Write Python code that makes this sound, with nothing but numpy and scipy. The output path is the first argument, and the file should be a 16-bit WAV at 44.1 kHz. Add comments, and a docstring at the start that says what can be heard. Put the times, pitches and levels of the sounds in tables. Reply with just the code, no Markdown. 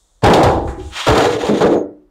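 """Two aluminium loading ramps go into a van, outdoors. The first drops on the plywood floor and clatters
to rest: each impact excites its modes, its edge and the floor, and the van's panels boom on. The second
knocks as it is gripped, scrapes on the sill and bangs down. Stick-slip friction makes it judder as it
slides in; it tips flat and stops with a thin squeak. The loudest bangs overload the microphone."""
import sys
import numpy as np
from scipy import signal
from scipy.fft import rfft, irfft
from scipy.io import wavfile

SR = 44100
rng = np.random.default_rng(int(sys.argv[2]) if len(sys.argv) > 2 else 0)


def master(y):
    """Save y as 16-bit WAV."""
    cut = np.clip(np.atleast_2d(y).T, -1, 1)
    pcm = np.round(cut * 32767)  # scale
    wavfile.write(sys.argv[1], SR, pcm.astype(np.int16))


N = 92610
T = np.arange(N) / SR
FREQS = np.fft.rfftfreq(N, 1 / SR)

# Impacts of each ramp: start_s, ring_db, highpass_hz, lowpass_hz, clank_db, thud_db, thud_hz
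FIRST_IMPACTS = [(.221, -26.5, 400, 2220, -40.5, -60, 111), (.231, -12, 200, 1075, -35, -10.5, 145),
                 (.238, -2.5, 60, 1190, -14, -4.5, 113.8), (.262, -4.5, 220, 1070, -18, -10, 68.6),
                 (.300, -6, 280, 1300, -19, -11.5, 178), (.335, -5.5, 250, 910, -11.5, -21, 125),
                 (.385, -7, 280, 1050, -40, -19, 151), (.431, -6.5, 200, 1500, -14.5, -12.5, 126),
                 (.455, -12.5, 100, 590, -42, -9.5, 86.6), (.520, -10, 300, 380, -50, -44, 99.5),
                 (.556, -13, 300, 364, -55.5, -19.5, 94.4), (.674, -23.5, 1200, 2000, -45, -30, 66)]
SECOND_IMPACTS = [(1.067, -7, 470, 2060, -20.5, -26, 67.4), (1.082, -11.5, 97, 1560, -15, -13.5, 116.7),
                  (1.100, -14, 50, 1230, -18.5, -14, 62.2), (1.152, -11, 305, 1700, -22, -35, 110),
                  (1.177, -12, 250, 1930, -16.5, -21, 120), (1.222, -13, 312, 1090, -22, -24, 203),
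                  (1.251, -23, 246, 1800, -25, -25, 104), (1.295, -39, 254, 1200, -46, -27.5, 110),
                  (1.343, -24.5, 251.6, 796, -35, -28, 113), (1.428, -19.5, 250, 880, -36, -32.5, 70),
                  (1.466, -23.5, 400, 2570, -26.5, -58, 110), (1.488, -0.5, 229, 337, -51.5, -11.5, 211),
                  (1.530, -15.5, 249, 450, -50, -41.5, 203), (1.606, -9.5, 250, 1330, -27.5, -21, 159.5),
                  (1.637, -1.5, 260, 514, -35.5, -15.5, 182.3), (1.675, -14.5, 300, 493, -58, -32, 176),
                  (1.713, -1.5, 397, 440, -43, -39, 103.5), (1.748, -6.5, 392, 433, -65, -29.5, 110),
                  (1.790, -17.5, 279, 450, -64, -34.5, 203), (1.850, -31, 290, 330, -79, -47.5, 90)]
# Modes of each ramp, of a struck edge and of the gripping knock: pitch_hz, relative_db, t60_s
FIRST_MODES = [(317.5, 0, 0.38), (335.6, -4, 0.71), (384, -5.5, 0.42), (446.5, -9, .35), (496.3, -1.5, 0.6),
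               (592, -0.5, 0.28), (658, -17, 0.8), (734, 2, 0.34), (781, -3.5, 0.62), (817.5, 0.5, 1),
               (892.6, -5, 0.75), (984, -10, .55), (1007, -14.5, 0.85), (1174, -13.5, 0.56)]
SECOND_MODES = [(198.7, -4, 0.51), (299.8, 1, 0.48), (365.6, -12, 0.64), (387.5, -3, .32),
                (418, -0.5, 0.33), (436.3, 1.5, 0.32), (483, 0.5, 0.35), (560, -12.5, .36),
                (578, -5.5, 0.42), (654, -1.5, 0.35), (710.3, -5, 0.34), (769, -6, 0.22),
                (1217, -2.5, 0.28), (1363, -1.5, 0.37)]
EDGE_MODES = [(3000, -9.5, .06), (4420, -1.5, 0.082), (4740, -2.5, .06)]
GRIP_MODES = [(309.5, -4, 0.37), (364, -2, 0.28), (380, -0.5, 0.27)]
# Decay of the diffuse ring of each ramp and the van: frequency_hz, t60_s
FIRST_DECAY = [(80, 1), (220, 0.72), (400, 0.58), (900, .47), (2000, 0.42), (6000, 0.43), (14000, .33)]
SECOND_DECAY = [(80, 0.43), (400, 0.37), (900, 0.26), (2000, 0.42), (6000, .2), (14000, .16)]
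# Partials of the plywood floor: pitch_ratio, level_db
FLOOR_PARTIALS = [(.62, -9), (1.002, 8), (1.271, 0.5), (1.698, 0)]
# Spectral densities of the noise-like sources: frequency_hz, relative_db
DIFFUSE_SPECTRUM = [(30, -21.5), (100, -2.5), (240, -5), (320, 1), (600, -0.5), (830, 1.5), (1150, -6),
                    (2200, -14), (4000, -24), (8000, -23), (15000, -25)]
CLANK_SPECTRUM = [(300, -19), (1200, -15), (2800, 4.5), (3800, 1.5), (4600, -0.5), (5600, -7), (7200, -7),
                  (9500, -16), (11500, -23.5), (15500, -25)]
SCRAPE_SPECTRUM = [(100, -60), (350, -20.5), (700, -6), (1200, 0.5), (2000, -4.5), (3100, 1), (4200, -6.5),
                   (5300, -11.5), (7000, -13.5), (9300, -22), (11500, -32.5), (15500, -33.5)]
SLIDE_SPECTRUM = [(80, -29), (400, 1), (750, 12.5), (1200, 2), (2300, 0.5), (4000, -3), (5200, -11.5),
                  (7000, -8), (8000, -19.5), (9200, -18), (11500, -30.5), (15500, -32)]
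BOOM_SPECTRUM = [(30, -13), (50, -8.5), (64, -3.5), (90, -13), (130, -17), (250, -48.5), (1000, -80.5)]
AIR_SPECTRUM = [(20, -11), (42, 2.5), (70, -12), (200, -24.5), (700, -23), (1200, -27.5), (2300, -39),
                (6000, -46), (15000, -52)]
RUSTLE_SPECTRUM = [(2600, -28), (3500, -4.5), (5000, -12.5), (7000, -3), (9200, -9.5), (11000, -21.5),
                   (15000, -28)]
# Envelopes of the sustained sources: time_s, level_db
SCRAPE_ENVELOPE = [(.76, -72), (.80, -45), (.90, -52.5), (.935, -33), (.97, -24), (1.0, -20.5),
                   (1.045, -26.5), (1.08, -21), (1.13, -63.5)]
SLIDE_ENVELOPE = [(1.12, -22.5), (1.18, -21.5), (1.26, -18.5), (1.325, -19), (1.36, -26), (1.47, -25.5),
                  (1.55, -24.5), (1.62, -24), (1.68, -29.5), (1.75, -34), (1.80, -52), (1.86, -78)]
SQUEAK_ENVELOPE = [(1.69, -68), (1.745, -54), (1.76, -46), (1.80, -51), (1.86, -78)]
BOOM_ENVELOPE = [(.44, -33), (.48, -21.5), (.62, -25), (.72, -23.5), (.76, -34), (.82, -28), (.88, -30.5),
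                 (.95, -48), (1.0, -56)]
RUSTLE_ENVELOPE = [(0, -61), (.2, -66), (.6, -69), (.7, -46), (.76, -59), (.88, -47.5), (.96, -52)]


def ramp_impacts(impacts, modes, decay, diffuse_db, clank_t60_s, modes_db=-0.5):
    """Impulse excitation: each blow drives ramp, edge and floor; a softer contact rings duller."""
    out = np.zeros(N)
    for start_s, ring_db, highpass_hz, lowpass_hz, clank_db, thud_db, thud_hz in impacts:
        body = amp(modes_db) * modal_ring(modes) + amp(diffuse_db) * diffuse_ring(decay)
        body *= rise(0.003)
        body = signal.lfilter(*signal.butter(3, lowpass_hz, fs=SR), body)
        body = signal.lfilter(*signal.butter(2, highpass_hz, "high", fs=SR), body)
        add(out, start_s, amp(ring_db) * body)
        add(out, start_s, amp(clank_db) * edge_clank(clank_t60_s))
        add(out, start_s, amp(thud_db) * floor_thud(thud_hz))
    return out


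def modal_ring(modes, spread_db=3):
    """Modal superposition: damped sines whose balance, drawn at random, depends on the point struck."""
    gains = amp(np.array(modes)[:, 1] + spread_db * rng.standard_normal(len(modes)))
    gains /= np.sqrt(np.sum(gains ** 2) / 2)
    return sum((-1) ** k * gains[k] * fade(t60_s) * np.sin(2 * np.pi * hz * T[:SR])
               for k, (hz, _, t60_s) in enumerate(modes))


def diffuse_ring(decay):
    """Modal overlap: weak modes and echoes in the van merge into noise, each band with its own decay."""
    hz, t, bands = signal.stft(noise(DIFFUSE_SPECTRUM, size=SR), SR, nperseg=512)
    damping = np.exp(-np.log(1000) * t / at_frequency(decay, hz)[:, None])
    return signal.istft(bands * damping, SR, nperseg=512)[1][:SR]


def edge_clank(tail_t60_s, tail_db=-9, ping_db=-7.5):
    """Hard contact: metal on metal gives a broadband burst with a weaker tail and a brief modal ping."""
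    envelope = fade(t60_s=0.036) + amp(tail_db) * fade(tail_t60_s)
    burst = noise(CLANK_SPECTRUM, size=SR) * envelope
    return (burst + amp(ping_db) * modal_ring(EDGE_MODES)) * rise(0.001)


def floor_thud(pitch_hz):
    """Damped plate vibration: the plywood floor answers with low, inharmonic partials."""
    partials = sum((-1) ** k * amp(db) * np.sin(2 * np.pi * ratio * pitch_hz * T[:SR])
                   for k, (ratio, db) in enumerate(FLOOR_PARTIALS))
    return partials * fade(t60_s=0.17) * rise(0.0031)


def metal_resonances(x, ripple_db=2.6, ripple_width_hz=90, corner_hz=1500):
    """Resonant filtering: the ramps' crowded high modes put fine peaks and dips on what they radiate."""
    depth_db = ripple_db * FREQS ** 2 / (FREQS ** 2 + corner_hz ** 2)
    log_gain = np.log(amp(depth_db * smooth_random(len(FREQS), ripple_width_hz * N / SR)))
    mirrored = np.r_[log_gain, log_gain[-2:0:-1]]
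    minimum_phase = np.exp(np.conj(signal.hilbert(mirrored)))  # ringing follows its cause
    return irfft(rfft(x) * minimum_phase[:len(FREQS)], N)


def friction(judder_db=2.6, judder_s=0.014, drone_db=6, drone_lowpass_hz=800):
    """Forced vibration: after a light scrape, the loaded slide judders, rasps and drives the low modes."""
    response = modal_ring(SECOND_MODES)
    force = level(SLIDE_ENVELOPE) * amp(judder_db * smooth_random(N, judder_s * SR))
    drone = signal.fftconvolve(slips() * force, response / np.linalg.norm(response))[:N]
    drone = signal.lfilter(*signal.butter(2, drone_lowpass_hz, fs=SR), drone)
    scrape = colour(slips(), SCRAPE_SPECTRUM) * level(SCRAPE_ENVELOPE)
    rasp = colour(slips(), SLIDE_SPECTRUM) * force
    return scrape + rasp + amp(drone_db) * drone


def slips(rate_per_s=5000, spread_db=0.5):
    """Stick-slip motion: friction is a dense, random train of tiny impulses of uneven size."""
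    sizes = amp(-spread_db * np.minimum(rng.exponential(1, N), 4))
    signs = rng.choice([-1, 1], N)
    slipping = rng.random(N) < rate_per_s / SR
    return unit(sizes * signs * slipping)


def grip_knock(start_s=0.772, level_db=-20.5):
    """Soft excitation: the second ramp, taken up, rocks against the van and sounds hollow low modes."""
    out = np.zeros(N)
    add(out, start_s, amp(level_db) * modal_ring(GRIP_MODES) * rise(0.017))
    return out


def squeak(pitch_hz=6560, bandwidth_hz=320):
    """Narrowband resonance: slips filtered by one peak give a thin, fuzzy squeak as the ramp stops."""
    peak = 1 / (1 + (2 * (FREQS - pitch_hz) / bandwidth_hz) ** 2)
    return unit(irfft(rfft(slips()) * peak, N)) * level(SQUEAK_ENVELOPE)


def panel_boom():
    """Panel radiation: the van's body rumbles on after the first ramp lands."""
    return noise(BOOM_SPECTRUM) * level(BOOM_ENVELOPE)


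def outdoor_background(air_db=-58.5):
    """Ambient noise: a steady low hush, with a faint high rustle in the first second."""
    return amp(air_db) * noise(AIR_SPECTRUM) + noise(RUSTLE_SPECTRUM) * level(RUSTLE_ENVELOPE)


def amp(db):
    """Amplitude ratio of a level in decibels."""
    return 10 ** (np.asarray(db) / 20)


def unit(x):
    """Normalisation to rms 1."""
    return x / np.sqrt(np.mean(x ** 2) + 1e-20)


def at_frequency(points, hz):
    """Interpolation on a logarithmic frequency axis."""
    knots_hz, values = np.transpose(points)
    return np.interp(np.log(hz + 1), np.log(knots_hz + 1), values)


def level(envelope):
    """Gain interpolated in decibels, zero outside the envelope's span."""
    time_s, level_db = np.transpose(envelope)
    return amp(np.interp(T, time_s, level_db)) * (T >= time_s[0]) * (T <= time_s[-1])


def colour(x, spectrum):
    """Spectral shaping, at rms 1."""
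    gain = amp(at_frequency(spectrum, np.fft.rfftfreq(len(x), 1 / SR)))
    return unit(irfft(rfft(x) * gain, len(x)))


def noise(spectrum, size=N):
    """Stationary Gaussian noise with a given spectrum."""
    return colour(rng.standard_normal(size), spectrum)


def smooth_random(count, width):
    """Correlated noise of rms 1 that changes over about width steps."""
    window = signal.windows.hann(int(2 * width) + 3)
    return unit(signal.fftconvolve(rng.standard_normal(count), window, "same"))


def fade(t60_s):
    """Exponential decay, one second long."""
    return np.exp(-np.log(1000) * T[:SR] / t60_s)


def rise(time_constant_s):
    """First-order attack, one second long."""
    return 1 - np.exp(-T[:SR] / time_constant_s)


def add(mix, start_s, sound):
    """Superposition of a delayed sound on the mix."""
    part = mix[round(start_s * SR):][:len(sound)]
    part += sound[:len(part)]


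def scene():
    """Linear superposition of both ramps, the van and the outdoor air."""
    first = ramp_impacts(FIRST_IMPACTS, FIRST_MODES, FIRST_DECAY, diffuse_db=1.5, clank_t60_s=0.4)
    # Hands damp the second ramp, so its clank dies sooner.
    second = ramp_impacts(SECOND_IMPACTS, SECOND_MODES, SECOND_DECAY, diffuse_db=3.5, clank_t60_s=0.28)
    background = outdoor_background()
    ramps = metal_resonances(first + second + grip_knock() + friction())
    return (ramps + panel_boom() + squeak() + background)[None]


def record(dry, clip_level=0.52, knee=9.8, bass_cut_hz=18, band_limit_hz=15750):
    """Saturation: the microphone flattens the loudest peaks; filters cut deep bass and extreme treble."""
    clipped = dry / (2.5 + abs(dry / clip_level) ** knee) ** (1 / knee)
    highpassed = signal.lfilter(*signal.butter(1, bass_cut_hz, "high", fs=SR), clipped)
    lowpass = signal.firwin(511, band_limit_hz, window=("kaiser", 9), fs=SR)
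    return signal.oaconvolve(highpassed, lowpass[None], "same")


dry = scene()
out = record(dry)
master(out)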